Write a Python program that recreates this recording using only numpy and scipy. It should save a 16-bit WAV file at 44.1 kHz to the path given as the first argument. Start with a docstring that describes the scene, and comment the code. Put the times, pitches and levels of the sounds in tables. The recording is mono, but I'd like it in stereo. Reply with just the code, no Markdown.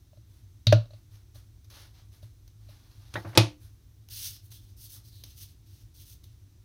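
"""Over a low tremble and faint hiss, a rubber roller runs across glued paper and knocks twice in its
plastic frame: the axle clicks, the shell clacks, the frame rings and the craft table booms. A hand
smooths the sheet, nails ticking, and the roller clatters and skids onto a hard shelf. Then a paper
strip is slid off, picked up and handled, its fibres rustling as they catch and let go.
The room is small and dry; the microphone stands on the table and hears the treble mostly on its left."""
import sys
import numpy as np
from scipy import signal
from scipy.fft import rfft, irfft, next_fast_len
from scipy.io import wavfile

SR = 44100
rng = np.random.default_rng(int(sys.argv[2]) if len(sys.argv) > 2 else 0)


def master(y):
    """Save y as 16-bit WAV."""
    cut = np.clip(np.atleast_2d(y).T, -1, 1)
    pcm = np.round(cut * 32767)  # scale
    wavfile.write(sys.argv[1], SR, pcm.astype(np.int16))


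N = 292824
TIME = np.arange(N) / SR
FREQS = np.fft.rfftfreq(N, 1 / SR)
LN_1000 = np.log(1000)   # a fall of 60 dB
ROOM_T60_S, WALL_CUT_HZ, TOP_HZ = 0.22, 6400, 15900
CLICK_ROOM_DB, HAND_ATTACK_S = -6, 0.008


def from_db(db):
    """Decibels to gain."""
    return 10 ** (np.asarray(db) / 20)


def rms_one(x):
    """Normalise to unit RMS."""
    return x / np.sqrt(np.mean(x ** 2) + 1e-20)


def at_hz(curve, hz):
    """Read a curve along a log frequency axis."""
    points_hz, values = np.transpose(curve)
    return np.interp(np.log(hz + 1), np.log(points_hz), values)


def butter(x, order, hz, kind="low"):
    """Butterworth filter."""
    return signal.sosfilt(signal.butter(order, hz, kind, fs=SR, output="sos"), x)


def colour(x, spectrum):
    """Minimum-phase EQ, rolled off at both ends; white noise keeps its power."""
    size = 2 * next_fast_len(N // 2 + SR // 2)
    hz = np.fft.rfftfreq(size, 1 / SR)
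    roll_off = (1 + (spectrum[0][0] / (hz + 1)) ** 2) * (1 + (hz / TOP_HZ) ** 20)
    gain = rms_one(from_db(at_hz(spectrum, hz)) / roll_off)
    cepstrum = irfft(np.log(gain))
    cepstrum[1:size // 2] *= 2
    cepstrum[size // 2 + 1:] = 0
    return irfft(rfft(x, size) * np.exp(rfft(cepstrum)))[..., :N]


def drift(per_s):
    """Smooth random modulation with a spread near 1."""
    knots = rng.standard_normal(int(N / SR * per_s) + 2)
    return np.interp(TIME * per_s, np.arange(len(knots)), knots)


def impulses(times, levels_db):
    """One impulse for each blow."""
    out = np.zeros(N)
    out[np.round(times * SR).astype(int)] = from_db(levels_db)
    return out


def ring(force, modes):
    """A blow sets each mode ringing as a decaying sine."""
    out = np.zeros(N)
    for hz, db, t60 in modes:
        r, w = from_db(-60 / (t60 * SR)), 2 * np.pi * hz / SR
        out += from_db(db) * signal.lfilter([0, np.sin(w)], [1, -2 * r * np.cos(w), r * r], force + 1e-18)
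    return out


def through_spring(force, hz, t60):
    """A blow passed through a springy part arrives spread over a few cycles."""
    r, w = from_db(-60 / (t60 * SR)), 2 * np.pi * hz / SR
    band_pass = np.array([1, 0, -1]) * (1 - r * r) / 2
    return signal.lfilter(band_pass, [1, -2 * r * np.cos(w), r * r], force + 1e-18)


def burst(start, db, t60, room_db, attack_s=0.00039, build_s=0.0027):
    """Surfaces chatter as they meet and the walls scatter a duller tail; two unrelated noise strands."""
    age = TIME[:SR // 2]
    contact, tail = rng.standard_normal((2, 2, len(age)))
    contact *= (1 - np.exp(-age / attack_s)) * np.exp(-np.minimum(LN_1000 * age / t60, 20))
    tail *= (1 - np.exp(-age / build_s)) * np.exp(-LN_1000 * age / ROOM_T60_S)
    tail = np.sqrt(t60 / ROOM_T60_S) * butter(tail, 1, WALL_CUT_HZ)
    hit = from_db(db) * (contact + from_db(room_db) * tail)
    return np.pad(hit, ((0, 0), (int(start * SR), N)))[:, :N]


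def stroke(start, length, swell_db, attack_s, release_t60):
    """Envelope of a rub: it takes hold, swells or eases, then dies away."""
    out = np.zeros(N)
    during = (TIME > start) & (TIME < start + length + release_t60)
    age = TIME[during] - start
    held_db = swell_db * np.minimum(age / length, 1) - max(swell_db, 0)
    release = np.exp(-LN_1000 * np.maximum(age - length, 0) / release_t60)
    out[during] = (1 - np.exp(-age / attack_s)) * from_db(held_db) * release
    return out


def friction(spectrum, grains_per_s, size_db, flutter_db, split_hz=7000):
    """Fibres catch and let go: uneven grains over an equal hiss, split into body and crisp top."""
    caught = rng.random(N) < grains_per_s / SR
    sizes = from_db(size_db * np.minimum(rng.exponential(1, N), 4))
    grains = rms_one(caught * sizes * rng.standard_normal((2, N)))
    texture = rms_one(grains + rng.standard_normal((2, N)))
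    rub = colour(texture * from_db(flutter_db * drift(70)), spectrum)
    body = signal.sosfiltfilt(signal.butter(4, split_hz, fs=SR, output="sos"), rub)
    return body, rub - body


# Stereo image: f/Hz, left-right correlation/0-1
STEREO_LIKENESS = [(150, 0.92), (600, 1), (1300, 1), (5000, 0.4), (15000, 0)]


def spread(strands):
    """Two unrelated strands become left and right: narrow in the bass, wide in the treble."""
    mid, side = rfft(strands)
    alike = np.clip(at_hz(STEREO_LIKENESS, FREQS), 0, 1)
    return irfft(mid * np.sqrt((1 + alike) / 2) + side * np.sqrt((1 - alike) / 2) * [[1], [-1]], N)


def lean(x, balance):
    """Pan each frequency to the left; the two gains always add up to 2."""
    ratio = from_db(at_hz(balance, FREQS))
    return irfft(rfft(x) * 2 * np.array([ratio, np.ones_like(ratio)]) / (1 + ratio), N)


# EQ of the table's tremble and of the hiss: f/Hz, relative level/dB
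TREMBLE_EQ = [(20, -16.5), (42, -1.5), (70, -1.5), (88, -4), (104, 6), (125, -10), (160, -21.5),
              (230, -25.5), (330, -24), (500, -43)]
HISS_EQ = [(88, -28), (150, -3), (201, -16), (302, -10.5), (437, -20), (971, -28), (2670, -34),
           (3800, -22.5), (4700, -27), (6160, -20.5), (7340, -38), (8570, -33), (13200, -34), (14800, -29),
           (15700, -29)]
# Pan of the background bed: f/Hz, left over right/dB
BED_PAN = [(110, 2.8), (700, 0.99), (2000, 4.6), (5000, 15), (9000, 4.4), (15000, 5)]


def background(tremble_db=-53.5, bearing_db=2.5, hiss_db=-72, whine_hz=14846, whine_db=-83.5):
    """The table trembles, more when a hand bears on it, under faint hiss and a thin electrical whine."""
    presses = [stroke(t, length, 0, HAND_ATTACK_S, release_t60=0.8)
               for t, length, *_ in HAND_STROKES + STRIP_STROKES]
    tremble = spread(colour(rng.standard_normal((2, N)), TREMBLE_EQ))
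    tremble *= from_db(tremble_db + bearing_db * np.max(presses, axis=0))
    hiss = from_db(hiss_db) * spread(colour(rng.standard_normal((2, N)), HISS_EQ))
    whine_rms = from_db(whine_db + 2.5 * drift(15))
    whine = whine_rms * np.sqrt(2) * np.sin(2 * np.pi * whine_hz * TIME)
    return lean(tremble + hiss + whine, BED_PAN)


# Roller hits in its frame: t/s, boom level/dB, ring level/dB, click level/dB, click t60/s
ROLLER_HITS = [(0.131, -60, -53, -70, .01), (.172, -47, -56, -63, 0.016), (0.6687, -9.5, -27, -11, 0.022),
               (0.7228, -49, -39, -26, 0.014), (0.7252, -8.5, -4, -20, 0.016),
               (0.7335, -45, -30, -30, 0.014), (0.856, -58, -50, -51, 0.014),
               (0.906, -47.5, -50, -55, .025), (.934, -51.5, -48, -57, 0.06),
               (1.356, -50.5, -57, -60, 0.044), (2.228, -38, -52, -56, 0.033),
               (2.688, -64, -52, -55, 0.028)]
# EQ of the axle click and of the shell's many short-lived modes: f/Hz, relative level/dB
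AXLE_EQ = [(200, -7), (1000, -25.5), (1800, -18.5), (2800, -9), (3300, -9), (3800, 1.5), (4400, 2),
           (5000, -12), (6400, -17), (7500, -32), (11000, -27.5), (15500, -29)]
SHELL_EQ = [(400, -5), (800, -3.5), (1100, -2.5), (1450, -1), (2100, -13), (2750, -2), (3600, -6.5),
            (6000, -10.5), (7500, -25), (15000, -26.5)]
# Ring of the plastic frame: f/Hz, relative level/dB, t60/s
FRAME_RING = [(313, -18.5, 0.13), (503, -24.5, 0.0794), (603, -23, 0.122), (1100, -26, 0.041),
              (1425, -28, 0.11), (1660, -29, 0.051)]


def roller(clack_vs_ring_db=-15, hollow_hz=602, hollow_db=4.5):
    """The axle clicks in its seat, the shell clacks, the hollow frame rings and the table booms."""
    times, boom_db, ring_db, click_db, click_t60 = np.transpose(ROLLER_HITS)
    click = sum(burst(*hit, CLICK_ROOM_DB) for hit in zip(times, click_db, click_t60))
    clack = sum(burst(t, db + clack_vs_ring_db, t60=0.038, room_db=-7) for t, db in zip(times, ring_db))
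    snap = spread(colour(click, AXLE_EQ) + colour(clack, SHELL_EQ))
    force = impulses(times, ring_db)
    air_push = through_spring(force, hollow_hz, t60=0.016)   # the air inside takes a moment to swell
    frame = ring(force, FRAME_RING) + ring(air_push, [(hollow_hz, hollow_db, 0.025)])
    return snap, frame, table_boom(times, boom_db, swell_t60=0.099, sway_db=14)


# Boom of the tabletop and sway of the whole table on its legs: f/Hz, relative level/dB, t60/s
TABLE_RING = [(80, -14.5, 0.25), (111.3, 3.5, 0.18), (149.5, -13, 0.25), (193, -4.5, 0.14)]
TABLE_SWAY = [(40.5, -21.5, 0.54)]


def table_boom(times, levels_db, swell_t60, sway_db):
    """Blows arrive through the table's frame, so the boom blooms; the push also sways the table."""
    main_hz = TABLE_RING[1][0]
    push = through_spring(impulses(times, levels_db), main_hz, swell_t60)
    return ring(push, TABLE_RING) + from_db(sway_db) * ring(push, TABLE_SWAY)


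# Hand and sleeve on the sheet: t/s, length/s, level before trim/dB, swell/dB, crispness/dB
HAND_STROKES = [(0.29, .1, -78, -2, 8), (0.9, .07, -74, 0, -6), (1.1, .06, -70, 5, 4),
                (1.342, .03, -62.5, 0, 7), (1.697, .125, -56.5, 4, 2), (1.935, .06, -66, -2, -2),
                (2.115, .04, -68, 0, 6), (2.22, .015, -65, 0, 6), (2.6, .53, -68, 9, 1),
                (2.68, .04, -70, -3, 4), (3.135, .21, -57, -12, 2), (3.595, .055, -69, 4, 10),
                (4.935, .03, -65, 3, -4)]
# EQ of skin on paper: f/Hz, relative level/dB
SKIN_EQ = [(300, -1.5), (1000, -3), (2500, -6.5), (4000, -1), (6300, -5.5), (7300, -19.5), (10000, -9),
           (15500, -12.5)]


def hand(trim_db=3):
    """Skin and cloth brush over the glued sheet; a light, dry touch gives more treble."""
    body, top = friction(SKIN_EQ, grains_per_s=4700, size_db=1.5, flutter_db=1.8)
    out = 0
    for t, length, db, swell_db, crisp_db in HAND_STROKES:
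        envelope = stroke(t, length, swell_db, HAND_ATTACK_S, release_t60=0.23)
        out += from_db(db + trim_db) * envelope * (body + from_db(crisp_db) * top)
    return spread(out)


# Nail and paper-edge ticks: t/s, level/dB, t60/s
TICK_HITS = [(1.155, -56, 0.019), (1.356, -67, 0.024), (1.644, -59.5, 0.067), (1.701, -50.5, 0.045),
             (2.227, -68, .02), (2.477, -50.5, 0.022), (4.087, -40, 0.011), (4.517, -49, 0.076),
             (4.364, -44, .015), (5.237, -35, 0.024), (6.24, -50, 0.023)]
# EQ of a tick: f/Hz, relative level/dB
TICK_EQ = [(300, -5), (1500, -15.5), (2800, -10), (4000, -1.5), (5000, -5), (6400, -0.5), (7500, -42),
           (10000, -7), (15500, -9)]


def ticks():
    """Nails and paper edges snap lightly against the sheet."""
    snaps = sum(burst(*hit, CLICK_ROOM_DB) for hit in TICK_HITS)
    return spread(colour(snaps, TICK_EQ))


def softened(x, top_hz):
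    """A soft contact is dull: a low-pass with 3 dB of ripple and a peak at its top."""
    return signal.sosfilt(signal.cheby1(3, 3, top_hz, fs=SR, output="sos"), x + 1e-18)


# Roller hits the shelf: t/s, boom level/dB, ring level/dB, clatter level/dB, clatter t60/s, top f/Hz
SHELF_HITS = [(3.139, -32.5, -52, -35, 0.044, 11700), (3.155, -38.5, -39, -19.5, 0.085, 1857),
              (3.177, -40, -35, -31.5, 0.03, 998), (3.248, -33, -37, -38.5, 0.49, 1800),
              (3.269, -31.5, -47.5, -48, .05, 1200), (3.328, -39, -55.5, -41, 0.17, 2090),
              (3.3513, -37.5, -43.5, -35, 0.096, 9000), (3.359, -46.5, -36.5, -31.5, 0.084, 1800),
              (3.3744, -10, -12, -4, 0.039, 15070)]
# EQ of the clatter: f/Hz, relative level/dB
CLATTER_EQ = [(250, -13.5), (600, 1), (1300, -6.5), (1700, -8.5), (2700, -1.5), (4200, -1.5), (6300, -5),
              (7500, -15), (9500, -7.5), (12000, -13.5), (15500, -19.5)]
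# Ring of the shelf board: f/Hz, relative level/dB, t60/s
BOARD_RING = [(186.3, -4, 0.082), (300.6, -13.5, 0.33), (332.9, -1, 0.11), (358.6, -10.5, 0.19),
              (516, -14, 0.24), (566, -7.5, 0.069), (672, -9, 0.1), (812, -12, .07), (879, -5, 0.055),
              (1148, -15.5, 0.15), (1840, -13, 0.022), (2510, -9, 0.078), (2530, -13, 0.059),
              (3457, -13, 0.07)]


def shelf(low_cut_hz=140):
    """The roller touches, skids, rocks and drops flat; the board rings and the table booms."""
    contacts, force = 0, 0
    for t, _, ring_db, clatter_db, t60, top_hz in SHELF_HITS:
        contacts += softened(burst(t, clatter_db, t60, room_db=-5.5), top_hz)
        force += softened(impulses(t, ring_db), top_hz)
    clatter = spread(colour(contacts, CLATTER_EQ)) + skid()
    board = butter(ring(force, BOARD_RING), 2, low_cut_hz, "high")
    times, boom_db, *_ = np.transpose(SHELF_HITS)
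    return clatter, board, table_boom(times, boom_db, swell_t60=0.08, sway_db=-10.5)


def skid(start_s=3.1558, from_hz=1200, to_hz=1900, rise_s=0.003, db=-27, t60=0.09, octave_db=-12):
    """Rubber sticks and slips on the shelf, faster and faster: a rough, rising chirp."""
    age = np.maximum(TIME - start_s, 0)
    glide_hz = to_hz + (from_hz - to_hz) * np.exp(-age / rise_s)
    slip_hz = glide_hz * (1 + 0.083 * drift(900))
    phase = 2 * np.pi * np.cumsum(slip_hz * (age > 0)) / SR
    envelope = from_db(db + 2.5 * drift(700)) * np.exp(-np.minimum(LN_1000 * age / t60, 20))
    return envelope * (np.sin(phase) + from_db(octave_db) * np.sin(2 * phase))


# Strip moves: t/s, length/s, level/dB, swell/dB, crispness before trim/dB,
# flex f/Hz, flex level before trim/dB
STRIP_STROKES = [(4.096, 0.18, -39, 8, 3, 5400, -10.5), (4.28, 0.036, -56, -13, 14, 4900, -15),
                 (4.326, 0.0216, -51, 6, 1.5, 5300, -2), (4.42, 0.041, -74, 6, 14, 4300, 5),
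                 (4.503, 0.066, -54, -4, 4.5, 3980, -4.5), (4.613, 0.092, -69.5, -1, 2.5, 3790, -3),
                 (4.763, 0.1, -56.5, 7.5, 9, 5200, -0.5), (4.89, 0.072, -55.5, 3, 7, 4300, -15),
                 (5.034, 0.059, -66, -1.5, 6.5, 4900, 5), (5.113, 0.098, -66, -2, 6, 3700, 6.5),
                 (5.243, 0.091, -59, -4.5, 1, 3500, -2), (5.344, 0.089, -50.5, 14, 4, 4720, -14),
                 (5.48, 0.034, -61.5, -5, 2, 3900, -13), (5.653, 0.17, -66.5, 1, 0.5, 3500, -26),
                 (5.936, 0.091, -58.5, 6, 4, 4015, -4.5), (6.049, 0.087, -61, 2, 6, 3500, -7),
                 (6.233, 0.015, -55.5, -8, 3, 3690, -2), (6.271, 0.063, -73, -5, -18, 3400, -2)]
# EQ of paper on paper: f/Hz, relative level/dB
PAPER_EQ = [(400, -37), (1150, -23), (1550, -16.5), (2200, -14.5), (3000, -4.5), (3800, -1.5), (5200, -1),
            (6400, -1.5), (7200, -16.5), (8500, -8.5), (10000, -7.5), (12000, -8.5), (14500, -4),
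            (16000, -5.5)]


def paper_strip(crisp_trim_db=3, flex_trim_db=-3):
    """The strip slides and turns in the fingers; a sharper edge on the sheet gives more treble."""
    body, top = friction(PAPER_EQ, grains_per_s=6000, size_db=-5, flutter_db=1.5)
    starts, lengths, *_, flex_hz, _ = np.transpose(STRIP_STROKES)
    flex = flexing(np.interp(TIME, starts + lengths / 2, flex_hz))   # glides from stroke to stroke
    out = 0
    for t, length, db, swell_db, crisp_db, _, flex_db in STRIP_STROKES:
        rustle = body + from_db(flex_db + flex_trim_db) * flex + from_db(crisp_db + crisp_trim_db) * top
        out += from_db(db) * stroke(t, length, swell_db, attack_s=0.012, release_t60=0.14) * rustle
    return spread(out)


def flexing(hz, width_hz=1170, wander_octaves=0.14):
    """The strip's free end resonates: a narrow band of rustle that wanders as it bends."""
    noise = rng.standard_normal((2, N)) + 1j * rng.standard_normal((2, N))
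    swing = butter(noise, 2, width_hz / 2)
    centre_hz = hz * 2 ** (wander_octaves * drift(12))
    carrier = np.exp(2j * np.pi * np.cumsum(centre_hz) / SR)
    return rms_one(np.real(swing * carrier))


def room(x, low_hz=220, build_s=0.0096):
    """Dense reflections of a small room, duller than the direct sound."""
    age = TIME[:SR // 2]
    tail = spread(rng.standard_normal((2, N)))[:, :len(age)]
    tail *= np.exp(-LN_1000 * age / ROOM_T60_S) * (1 - np.exp(-age / build_s))
    tail /= np.sqrt(np.sum(tail ** 2) / 2)
    tail = butter(tail, 1, [low_hz, WALL_CUT_HZ], "band")
    return signal.fftconvolve(x, tail, axes=1)[:, :N]


# Pan of the table bus and of the shelf bus: f/Hz, left over right/dB
TABLE_PAN = [(110, 3), (400, 7), (1200, 12), (2400, 12.5), (4400, 23), (6500, 22), (9000, 1), (12000, 8.5),
             (15000, 16.5)]
SHELF_PAN = [(110, 2.8), (400, 5), (1200, 6.4), (2400, 14), (4400, 14.97), (6500, 29), (9000, 1),
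             (12000, 3.3), (15000, 13)]


def scene(rub_send_db=-4.5, frame_send_db=-19, board_send_db=-11):
    """Table and shelf buses over the bed; frame and board ring close to the microphone, nearly dry."""
    snap, frame, knock_boom = roller()
    clatter, board, shelf_boom = shelf()
    rubs = hand() + paper_strip()
    reflections = room(from_db(rub_send_db) * rubs + from_db(frame_send_db) * frame)
    on_table = snap + frame + ticks() + rubs + reflections + knock_boom
    on_shelf = clatter + board + from_db(board_send_db) * room(board[None]) + shelf_boom
    return lean(on_table, TABLE_PAN) + lean(on_shelf, SHELF_PAN) + background()


def record(dry, low_cut_hz=32):
    """The microphone drops the deepest bass and clips at full scale; the top is cut steeply."""
    clipped = np.clip(butter(dry, 2, low_cut_hz, "high"), -1, 1)
    return signal.sosfilt(signal.ellip(10, .1, 80, TOP_HZ, fs=SR, output="sos"), clipped)


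dry = scene()
out = record(dry)
master(out)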